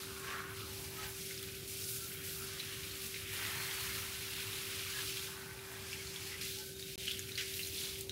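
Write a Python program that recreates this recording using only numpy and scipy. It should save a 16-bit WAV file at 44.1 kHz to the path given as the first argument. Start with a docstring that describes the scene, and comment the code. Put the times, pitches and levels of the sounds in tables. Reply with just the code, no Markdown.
"""A tiled terrace above street rumble: a hose sprays a dog's legs, heard at one microphone while a pump hums.
The spray is ticking noise in bands; drops on the wet tiles, gurgles off the fur and trickles are ringing bubbles.
Water slaps down as a crack, a plink and a scattered ringing above it; single drops snap on stone.
Noise bands and drones make the far street, a wavering sine the pump.
The sound drops out once for a fiftieth of a second."""
import sys
import numpy as np
from scipy import signal
from scipy.io import wavfile

SR = 44100
rng = np.random.default_rng(int(sys.argv[2]) if len(sys.argv) > 2 else 0)


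def boost(x):
    """Linear amplitude factor 10**(x/20) for a level x in decibels (scalar or array-like)."""
    u = np.asarray(x, float) / 20
    return 10 ** u


def digitize_waveform(pressure):
    """Quantize a signal to 16-bit integers and store it at the path in sys.argv[1].

    Rows of a 2-D input are taken as channels; values are limited to [-1, 1].
    """
    field = np.atleast_2d(pressure).T
    bounded = np.clip(field, -1, 1)
    quanta = np.round(bounded * 32767).astype(np.int16)
    wavfile.write(sys.argv[1], SR, quanta)


N = 357651

# Fine spray: start_s, level_db, tilt_db_per_octave
SPRAY = [(0, -49, -2), (.2, -50.5, -1), (.45, -53.5, 2), (.65, -50, -0.5), (1.08, -49, 2), (1.2, -46.5, -2),
         (1.44, -49.5, 0.5), (1.62, -51, 0), (1.76, -46, -1), (1.92, -42.5, 2), (2.05, -46.5, 0.5),
         (2.14, -48, 5), (2.22, -50.5, 2), (2.31, -47, 2), (2.39, -46.5, 1.5), (2.5, -49, -1),
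         (3.07, -47, 0), (3.26, -49.5, -1.5), (3.34, -44, 1), (4.0, -44, 0), (4.18, -46.5, 0),
         (5.05, -44, -1.5), (5.25, -46.5, -2), (5.35, -51, -1), (5.55, -53, -1), (5.7, -52, 0.5),
         (5.88, -50.5, -3.5), (6.1, -50.5, -3), (6.3, -48, -3), (6.35, -50, -2.5), (6.37, -52.5, -3),
         (6.4, -50.5, -4), (6.5, -47.5, -0.5), (6.75, -53, -0.5), (7.05, -48, -3.5), (7.3, -51.5, 2),
         (7.48, -48, -3.5), (7.57, -43, 2.5), (7.72, -46, 1.5), (7.8, -42.5, -2), (8.02, -50, -2),
         (8.08, -55.5, -1.5)]
# Colour of the spray: pitch_hz, level_db_per_hz
SPRAY_COLOUR = [(1400, -14), (2370, -2), (3000, -7), (3570, -5.5), (5070, -2), (6800, -4), (8670, -4),
                (9740, -1), (15400, -5)]
# Drops bursting on the tiles: start_s, level_db, middle_pitch_hz, spread_octaves
DROPS = [(0, -53.5, 3640, 0.28), (.18, -56.5, 3060, 0.59), (.29, -47.5, 2400, 1.4),
         (.45, -53.5, 2250, 0.88), (.61, -51.5, 3580, 0.5), (.9, -54, 3200, 0.93), (1.04, -46.5, 2600, 1.4),
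         (1.14, -56, 3580, 0.96), (1.45, -51, 3480, 0.7), (1.62, -52.5, 3380, 0.57),
         (1.95, -56, 4200, 0.54), (2.22, -51, 2720, 0.71), (2.39, -53.5, 4070, 1), (2.62, -49, 3020, 0.65),
         (3.1, -52, 3430, .65), (3.24, -52.5, 2720, 0.65), (3.33, -46.5, 2720, 0.6),
         (3.43, -43.5, 2600, 0.73), (3.66, -46.5, 2660, 0.79), (3.95, -47, 3000, 0.67),
         (4.18, -47, 3200, 0.65), (4.7, -46.5, 2980, 0.53), (5.17, -47, 3800, 0.54), (5.3, -54, 3300, 0.44),
         (5.5, -55.5, 2570, 0.84), (5.9, -53, 2900, 1.1), (6.15, -51.5, 3600, 1.3), (6.33, -52, 3000, .8),
         (6.37, -56, 2800, .6), (6.4, -53.5, 2820, 0.66), (6.58, -52.5, 4300, 0.42),
         (6.75, -63, 3950, 0.53), (6.9, -52.5, 3680, 0.42), (7.04, -51, 3380, 0.37),
         (7.15, -50, 3240, 0.41), (7.3, -53, 3550, 0.77), (7.48, -54.5, 3280, 0.79),
         (7.54, -51.5, 3700, 0.64), (7.68, -50.5, 3820, 0.71), (7.81, -46.5, 3800, 0.31),
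         (8.02, -53, 3630, 0.39), (8.07, -65, 3400, 0.5)]
# Thick water running off the fur: start_s, level_db, middle_pitch_hz, spread_octaves
GURGLE = [(0, -54.5, 1380, 0.43), (.2, -56, 1350, 0.2), (.27, -49.5, 1450, .35), (.37, -46, 1490, 0.27),
          (.47, -53, 1390, 0.36), (.63, -57, 1320, 0.18), (.74, -61.5, 1330, 0.65), (.9, -60.5, 1260, 1),
          (1.05, -55.5, 1110, 0.54), (1.13, -58.5, 1340, .35), (1.26, -67, 1540, 0.23),
          (1.4, -62, 1490, 0.21), (1.7, -65.5, 1500, 0.26), (2.0, -62, 1460, 0.18), (2.33, -62.5, 1480, .3),
          (2.41, -56.5, 1420, 0.18), (2.55, -56.5, 1500, 0.34), (3.29, -62.5, 1480, 0.33),
          (3.39, -50, 1550, 0.6), (3.57, -51, 1590, 0.76), (3.92, -50.5, 1520, 0.34),
          (4.15, -56.5, 1410, 0.65), (4.88, -55, 1460, 0.29), (5.0, -52, 1600, 0.54),
          (5.1, -58, 1480, 0.24), (5.35, -54, 1510, 0.56), (5.62, -60, 1320, 0.71), (5.72, -56, 1490, 1),
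          (6.05, -61, 1450, 0.6), (6.36, -58.5, 1400, 0.6), (6.43, -61.5, 1580, 0.26),
          (6.7, -67, 1610, 0.13), (7.35, -64.5, 1600, 0.25), (7.72, -69.5, 1560, 0.54),
          (7.85, -59, 1540, 0.45), (8.08, -73, 1330, 0.86)]
# Far traffic: start_s, level_db
TRAFFIC = [(0, -54), (.6, -52), (1.3, -53), (2.7, -53.5), (3.6, -53), (4.2, -53), (5.7, -55), (6.3, -54.5),
           (7.5, -54), (8.11, -53.5)]
# Colour of the street rumble: pitch_hz, level_db_per_hz
RUMBLE = [(25, -22), (38, 5), (49, -36), (62, -2), (75, 0.5), (107, 4), (200, -5), (240, -7.5), (300, -9),
          (440, -10.5), (580, -18.5), (800, -24), (1300, -54)]
# Drones in the street: pitch_hz, width_hz (each rings 5 / width seconds), level_db beside the rumble
DRONES = [(101.2, 8.5, -8.5), (298.3, 8.8, -17), (339.6, 9.1, -23)]
# Pump hum: start_s, pitch_hz, level_db
PUMP = [(0, 386.3, -54.5), (2.5, 387.1, -56), (5.6, 386.9, -55.5), (6.8, 386.2, -54), (8.11, 387.4, -53.5)]
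# Trickles pouring into one hollow each: middle_s, half_length_s, pitch_hz, level_db at the middle
TRICKLES = [(.3, 0.1, 1100, -53.5), (0.27, 0.04, 1600, -55), (0.38, 0.036, 2250, -58),
            (0.12, 0.087, 1420, -62), (0.35, .05, 1600, -57), (.27, 0.044, 2300, -58),
            (0.4, 0.033, 1700, -58), (0.48, .04, 1450, -59), (.49, .02, 2280, -58),
            (.605, .008, 1290, -50.5), (0.63, 0.044, 1300, -64), (0.78, 0.18, 830, -70),
            (1.043, 0.03, 830, -57), (1.01, 0.048, 1280, -57), (1.32, 0.016, 1500, -57.5),
            (1.9, .1, 1450, -67), (2.03, 0.037, 1350, -62), (2.42, 0.038, 1400, -60),
            (3.8, 0.036, 2900, -51), (3.46, 0.043, 1970, -52), (3.5, 0.027, 1300, -54),
            (3.55, 0.03, 1800, -51), (3.63, 0.056, 2100, -49.5), (3.62, 0.033, 4300, -51),
            (3.76, .025, 4550, -53), (3.81, .02, 4350, -51), (3.9, .03, 2150, -50.5),
            (3.96, .03, 4300, -54), (4.88, .03, 2300, -51.5), (4.98, 0.028, 1680, -50),
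            (5.44, 0.14, 1510, -61), (5.73, 0.054, 1650, -57.5), (5.8, 0.22, 2420, -63),
            (5.86, .3, 1620, -68), (5.8, .25, 3400, -71), (5.4, 0.18, 870, -68), (5.82, .05, 3380, -64),
            (6.01, 0.023, 2200, -56), (6.348, .01, 2040, -47), (6.65, .2, 1530, -69.5),
            (6.6, 0.025, 860, -67), (5.5, 0.018, 2100, -62), (5.3, .04, 2430, -62), (6.8, .06, 3700, -58)]
# Slaps of water, some followed by an early echo in a row of its own:
# start_s, peak_db, plink_pitch_hz, crack_db beside the peak
SLAPS = [(.163, -36, 2400, -22), (.237, -35, 2330, -24), (.303, -32, 2600, -22), (.385, -35, 2200, -22),
         (.578, -35, 2150, -22), (1.268, -33, 4000, -15), (1.272, -37, 5500, -20), (1.3093, -33, 2170, -1),
         (1.377, -27, 5200, -17), (1.393, -35, 3430, -18), (1.429, -32, 3450, -15), (1.485, -33, 2500, -5),
         (1.545, -32, 2600, -19), (1.63, -36, 3620, -4), (1.695, -36, 2350, -19), (1.79, -29, 3120, -14),
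         (1.841, -27, 5380, -16), (2.116, -33.5, 2100, -11), (2.597, -26, 3900, -20),
         (2.5995, -27.5, 3500, -24), (2.6017, -29, 3950, -24), (2.912, -31, 4300, -16),
         (3.143, -26, 2630, -16), (3.161, -29, 2550, -20), (3.2605, -34.5, 2670, -18),
         (3.367, -27, 4900, -18), (3.57, -35, 4270, -14), (3.711, -23, 3350, -11), (3.73, -29, 3900, -12),
         (5.008, -29, 3600, -12), (5.095, -33, 2950, -18), (5.124, -30, 2750, -18), (5.171, -24, 3330, -13),
         (5.173, -30, 2650, -18), (5.195, -31, 3430, -20), (5.271, -27, 3600, -12),
         (5.5904, -32, 2460, -14), (5.912, -33, 5300, -10), (5.9298, -25.5, 2700, -9),
         (5.9355, -32, 5200, -12), (5.946, -36, 2850, -18), (5.951, -40, 2350, -18),
         (5.984, -39, 2650, -18), (6.071, -28.5, 4300, -10), (6.104, -33, 4100, -14),
         (6.1605, -27, 3380, -12), (6.319, -30, 2080, -16), (6.34, -31, 2090, -22), (6.412, -30, 5300, -12),
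         (6.413, -35, 3000, -11), (6.433, -33, 5000, -14), (6.587, -31, 5300, -8), (6.795, -28, 4500, -10),
         (6.826, -26, 3790, -23), (7.025, -34, 3120, -16), (7.031, -38, 4220, -15), (7.072, -24, 3000, -16),
         (7.079, -20, 3050, -17), (7.082, -26, 3100, -7), (7.095, -28, 3000, -20), (7.1112, -19, 3360, -16),
         (7.1165, -26, 3680, -12), (7.13, -34, 3500, -20), (7.145, -27, 3300, -20),
         (7.1932, -25.5, 6700, -5), (7.193, -34, 1750, -20), (7.2265, -35, 4600, -8),
         (7.292, -34, 2400, -15), (7.319, -27.5, 3830, -16), (7.3547, -25, 4270, -17),
         (7.379, -23.5, 3430, -12), (7.397, -27, 2980, -14), (7.5395, -25.5, 3900, -10),
         (7.568, -29, 4320, -12), (7.5932, -22.5, 2800, -18), (7.601, -34, 2880, -24),
         (7.613, -31, 2750, -20), (7.632, -25, 4050, -20), (7.649, -26, 4200, -17), (7.672, -26, 6500, -6),
         (7.745, -32, 4200, -16), (7.759, -30, 3300, -18), (7.764, -34, 2950, -20), (7.78, -29, 3520, -16),
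         (7.815, -29, 2950, -14), (7.836, -27, 3900, -15), (7.845, -29, 3450, -10), (7.888, -30, 3470, -15),
         (7.91, -32, 3700, -10), (7.957, -33, 3300, -10), (8.095, -21.5, 3900, -8)]
# Echoes of every slap off the floor and the near wall: delay_s, level_db
ECHOES = [(.0048, -10), (.0105, -14)]
# The jet swings onto the tiles or a sheet of water lands: start_s, drops_jump_db, spray_jump_db, fall_s
SPLASHES = [(1.31, 5, 1.5, 0.032), (1.678, -3, 5, 0.071), (2.238, 2.5, 5, 0.11), (3.14, 6, 0.5, 0.073),
            (5.928, 3, 3, 0.019), (6.412, 7, 6.5, 0.17), (6.795, 1.5, 2.5, 0.11), (7.073, 3, 1.5, 0.046),
            (7.376, 15.5, 1.5, 0.088)]
# Single drops snapping on stone: start_s, click_peak_db (before the lows are cut)
SNAPS = [(1.3234, -35), (1.427, -27), (1.6771, -31), (1.7084, -27), (1.8134, -37), (1.8434, -34),
         (1.9144, -29), (1.9614, -29), (3.065, -24), (3.3714, -36), (6.4114, -39), (7.057, -27),
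         (7.1154, -26), (7.1896, -34), (7.67, -30), (7.9887, -26), (8.0092, -21)]
# Hollows that the water rings in: pitch_hz, width_hz, gain_db
PUDDLES = [(1350, 21, 2), (1540, 18, 2.5), (2400, 44, 1), (3300, 25, -0.5), (4100, 84, 3)]

# fine wavering tones in the treble of the hiss: level beside the spray, middle pitch, spread, onsets
TREBLE_DB, TREBLE_HZ, TREBLE_OCTAVES, TREBLE_PER_S = -13, 6500, 1.5, 500
DROPS_PER_S = 6000   # at full flow; fewer as it weakens
# the weaker the drops under this level, the more drops and spray wobble
WOBBLE_DB_PER_DB, STEADY_DB = 0.0666, -44.5
GURGLE_SHARE = 0.18   # of the drops' jump
TRICKLE_CYCLES = 82   # to decay by 60 dB
SCATTER_T60_S, CRACK_T60_S = 0.057, 0.0034   # scattered impacts after a slap; the wide crack that opens it
TERRACE_T60_S, TERRACE_DB = .14, -10
CUTOFF_HZ = 15750
DROPOUT_START_S, DROPOUT_END_S = 6.9575, 6.9786


def rms_one(x):
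    """Scale to rms 1."""
    return x / np.sqrt(np.mean(x ** 2) + 1e-20)


def in_time(rows):
    """Columns of a table after the time, one value per sample."""
    s, *columns = np.transpose(rows)
    return [np.interp(np.arange(N) / SR, s, c) for c in columns]


def drift(rate_hz):
    """Slow random wander of spread 1: noise through two equal low-pass poles."""
    r = np.exp(-80 * np.pi * rate_hz / SR)   # one value every 40 samples
    noise = rng.standard_normal(N // 40 + 2002)
    slow = signal.lfilter([1], [1, -2 * r, r * r], noise)[2000:]   # skip the settling
    return np.interp(np.arange(N) / 40, np.arange(len(slow)), rms_one(slow))


def ring(clicks, hz, t60_s):
    """A resonator: a unit click sets a sine of about height 1 ringing, which decays by 60 dB in t60_s."""
    r, w = boost(-60 / (t60_s * SR)), 2 * np.pi * hz / SR
    return signal.lfilter([0, np.sin(w)], [1, -2 * r * np.cos(w), r * r], clicks + 1e-18)


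def high_pass(x, hz):
    """Steep cut of the lows."""
    return signal.sosfilt(signal.butter(6, hz, "high", fs=SR, output="sos"), x)


def grains(per_s, spread_db):
    """Random impacts of uneven size and sign."""
    sizes = boost(spread_db * np.minimum(rng.exponential(1, N), 3.5))
    signs = rng.choice([-1, 1], N)
    return sizes * signs * (rng.random(N) < per_s / SR)


def banded(sources, spectrum, edges, gains_db):
    """Split noise into bands, from two sources in turn, each set to the spectrum and moved by its own gain."""
    out = 0
    at_hz, level_db = np.transpose(spectrum)
    for k, (low, high) in enumerate(zip(edges, edges[1:])):
        hz = np.sqrt(low * high)
        sos = signal.butter(2, [low, high], "band", fs=SR, output="sos")
        band = signal.sosfilt(sos, sources[k % 2])
        band_db = np.interp(np.log(hz), np.log(at_hz), level_db)
        out = out + band * boost(band_db + gains_db(hz))
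    return rms_one(out)


def short_rings(controls, pitches, per_s, spread_db, cycles, surge_db, patchy_db):
    """Impacts each ring some cycles at one pitch; those near the middle are loudest, each comes and goes."""
    level_db, middle_hz, octaves = controls
    born = grains(per_s, spread_db)
    dealt = rng.integers(0, len(pitches), N)   # which pitch an impact sets ringing
    shares = []
    for hz in pitches:
        distance = np.log2(hz / middle_hz) / np.maximum(octaves, .1)
        shares.append(np.exp(-.5 * distance ** 2) * boost(patchy_db * drift(9.0)))
    total = np.sqrt(sum(share ** 2 for share in shares))
    rings = 0
    for k, hz in enumerate(pitches):
        impacts = born * (dealt == k) * shares[k] / total * np.sqrt(hz)
        rings = rings + ring(impacts, hz, cycles / hz)
    return boost(level_db + surge_db) * rms_one(rings)


def spurts(per_s, height_db, fall_s):
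    """The flow jumps at once and sinks back more slowly; dB with mean 0 and rms height_db."""
    kicks = np.abs(grains(per_s, spread_db=-2.0))
    jumps = signal.lfilter([1], [1, -np.exp(-1 / (fall_s * SR))], kicks)
    return height_db * rms_one(jumps - jumps.mean())


def spray(surge_db):
    """Thousands of droplets a second tick over a smooth hiss, with fine wavering tones in its treble."""
    level_db, tilt_db = in_time(SPRAY)
    ticks = [rms_one(grains(9000, spread_db=1.0)) * 0.5 + 0.89 * rng.standard_normal(N)
             for source in range(2)]
    edges = np.geomspace(1400, 17000, num=19)
    hiss = banded(ticks, SPRAY_COLOUR, edges,
                  lambda hz: tilt_db * np.log2(hz / 10000) + 0.69 * drift(18))
    treble = level_db + TREBLE_DB, TREBLE_HZ, TREBLE_OCTAVES
    tones = short_rings(treble, np.geomspace(2500, 15000, num=22), TREBLE_PER_S, spread_db=3.0,
                        cycles=70.0, surge_db=surge_db, patchy_db=2.5)
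    return boost(level_db + surge_db) * hiss + tones


def drops(falling, wobble_db, surge_db):
    """Small drops ring as bubbles of trapped air, with larger, sparser ones pattering among them."""
    pitches = np.geomspace(1400, 8000, num=24)
    per_s = DROPS_PER_S * boost(-3.0 * wobble_db)
    small = short_rings(falling, pitches, per_s, spread_db=-0.05, cycles=30.0,
                        surge_db=surge_db, patchy_db=0.15 + 1.6 * wobble_db)
    patter = short_rings(falling, pitches, 70, spread_db=3.0, cycles=35.0, surge_db=-14, patchy_db=0)
    return high_pass(small + patter, 1480)


def gurgle(splash_db, surge_db):
    """Thicker water off the fur traps bubbles that ring lower, and follows the splashes only in part."""
    level_db, *pitch = in_time(GURGLE)
    running = level_db + GURGLE_SHARE * splash_db + 0.48 * drift(5.6), *pitch
    low = short_rings(running, np.geomspace(550, 2400, num=18), 2500, spread_db=-1.0, cycles=33.0,
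                      surge_db=0.11 * surge_db, patchy_db=1.1)
    return high_pass(low, 520)


def street():
    """Far traffic rumble in drifting noise bands, with a few drones: noise in narrow resonators."""
    edges = np.geomspace(22, 1400, num=19)
    rumble = banded(rng.standard_normal((2, N)), RUMBLE, edges, lambda hz: 2.16 * drift(5.0))
    drones = sum(boost(db) * rms_one(ring(rng.standard_normal(N), hz, 5.0 / width_hz))
                 for hz, width_hz, db in DRONES)
    return boost(in_time(TRAFFIC)[0]) * (high_pass(rumble, 50.3) + drones)


def pump():
    """A steady tone that wavers a little in level and pitch."""
    hz, level_db = in_time(PUMP)
    waver_db = .9 * drift(3.0)
    phase = 2 * np.pi * np.cumsum(hz + 0.17 * drift(3.4)) / SR
    return np.sqrt(2) * boost(level_db + waver_db) * np.sin(phase)


def trickles():
    """Bubbles born in one hollow share its pitch; the stream swells and fades."""
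    t, born = np.arange(N) / SR, grains(1200, spread_db=0.5)
    out = np.zeros(N)
    for k, (s, half_s, hz, db) in enumerate(TRICKLES):
        swell = np.exp(-.5 * ((t - s) / half_s) ** 2)
        impacts = np.roll(born, 999 * k)   # other moments for each hollow
        out += boost(db) * swell * rms_one(ring(impacts, hz, TRICKLE_CYCLES / hz))
    return out


def slaps():
    """A crack, a plink swelling over a cycle or two, a scattered ringing half an octave above it, two echoes."""
    out, t = np.zeros(N), np.arange(SR // 3) / SR
    scatter, hiss = rms_one(grains(4000, spread_db=3.5)), rng.choice([-1, 1], N)
    for s, peak_db, hz, crack_db in SLAPS:
        at = round(s * SR)
        left = t[:N - at]
        burst = scatter[at:at + len(t)] * boost(-25.5 - 60 * left / SCATTER_T60_S)
        scattered = ring(burst, 1.52 * hz, 11.0 / hz)
        opening = hiss[at:at + len(t)] * boost(crack_db - 60 * left / CRACK_T60_S)
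        crack = ring(opening, 1.3 * hz, 1.6 / hz)
        burst[0] = 1   # the impact itself
        # a long resonator into a short one: the swell
        plink = ring(ring(burst, hz, 33.7 / hz), hz, 2.68 / hz) * 2.01 * hz / SR
        out[at:at + len(t)] += boost(peak_db) * (plink + 0.39 * scattered + crack)
    out = out + sum(boost(db) * np.pad(out, (round(s * SR), 0))[:N] for s, db in ECHOES)
    return high_pass(out, 1510)


def splashes():
    """Level jumps in dB, of drops and of spray, that die away exponentially, each at its own pace."""
    t = np.arange(N) / SR
    jumps = np.zeros((2, N))
    for s, drops_db, spray_db, fall_s in SPLASHES:
        fall = (t >= s) * np.exp(-np.maximum(t - s, 0) / fall_s)
        jumps += np.outer([drops_db, spray_db], fall)
    return jumps


def snaps():
    """A click, then bright noise with a quick decay and a slower one."""
    clicks = np.zeros(N)
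    for s, peak_db in SNAPS:
        clicks[round(s * SR)] = boost(peak_db)
    fast, slow = [signal.lfilter([1], [1, -boost(-60 / (t60_s * SR))], clicks) for t60_s in (.006, .05)]
    return high_pass(clicks + (0.21 * fast + 0.12 * slow) * rng.standard_normal(N), 6700)


def terrace(x):
    """A few hollow resonances, then a short diffuse tail from an answer of unit energy."""
    for hz, width_hz, db in PUDDLES:
        x = x + (boost(db) - 1) * signal.lfilter(*signal.iirpeak(hz, hz / width_hz, fs=SR), x)
    t = np.arange(SR // 2) / SR
    tail = rng.standard_normal(len(t)) * boost(-60 * t / TERRACE_T60_S) * (t > .008)
    answer = boost(TERRACE_DB) * tail / np.sqrt(np.sum(tail ** 2))
    answer[0] = 1   # direct sound
    return signal.fftconvolve(x, answer / np.sqrt(np.sum(answer ** 2)))[:N]


def scene():
    """The jet spurts and splashes; spray and small drops follow fully, the gurgle in part."""
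    surge_db = spurts(70, height_db=.75, fall_s=.012)
    splash_db, spray_splash_db = splashes()
    drop_db, *drop_pitch = in_time(DROPS)
    wobble_db = WOBBLE_DB_PER_DB * np.clip(STEADY_DB - drop_db, 0, 12)
    mist = spray(surge_db + spray_splash_db + wobble_db * drift(5.0))
    falling = drop_db + splash_db + wobble_db * drift(3.5), *drop_pitch
    water = drops(falling, wobble_db, surge_db) + gurgle(splash_db, surge_db) + trickles() + slaps()
    mono = high_pass(mist, 2110) + terrace(water) + street() + pump() + snaps()
    return np.stack([mono, mono])


def band_limit(x):
    """A steep low-pass at the top of the band."""
    return signal.sosfilt(signal.butter(12, 16730, fs=SR, output="sos"), x)


def record(dry):
    """One microphone on both channels: the top is cut steeply and the sound drops out briefly."""
    t = np.arange(N) / SR
    cut = signal.sosfilt(signal.ellip(14, .3, 75, CUTOFF_HZ, fs=SR, output="sos"), dry)
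    mix = cut * ((t < DROPOUT_START_S) | (t > DROPOUT_END_S))
    return band_limit(mix)


dry = scene()
out = record(dry)
digitize_waveform(out)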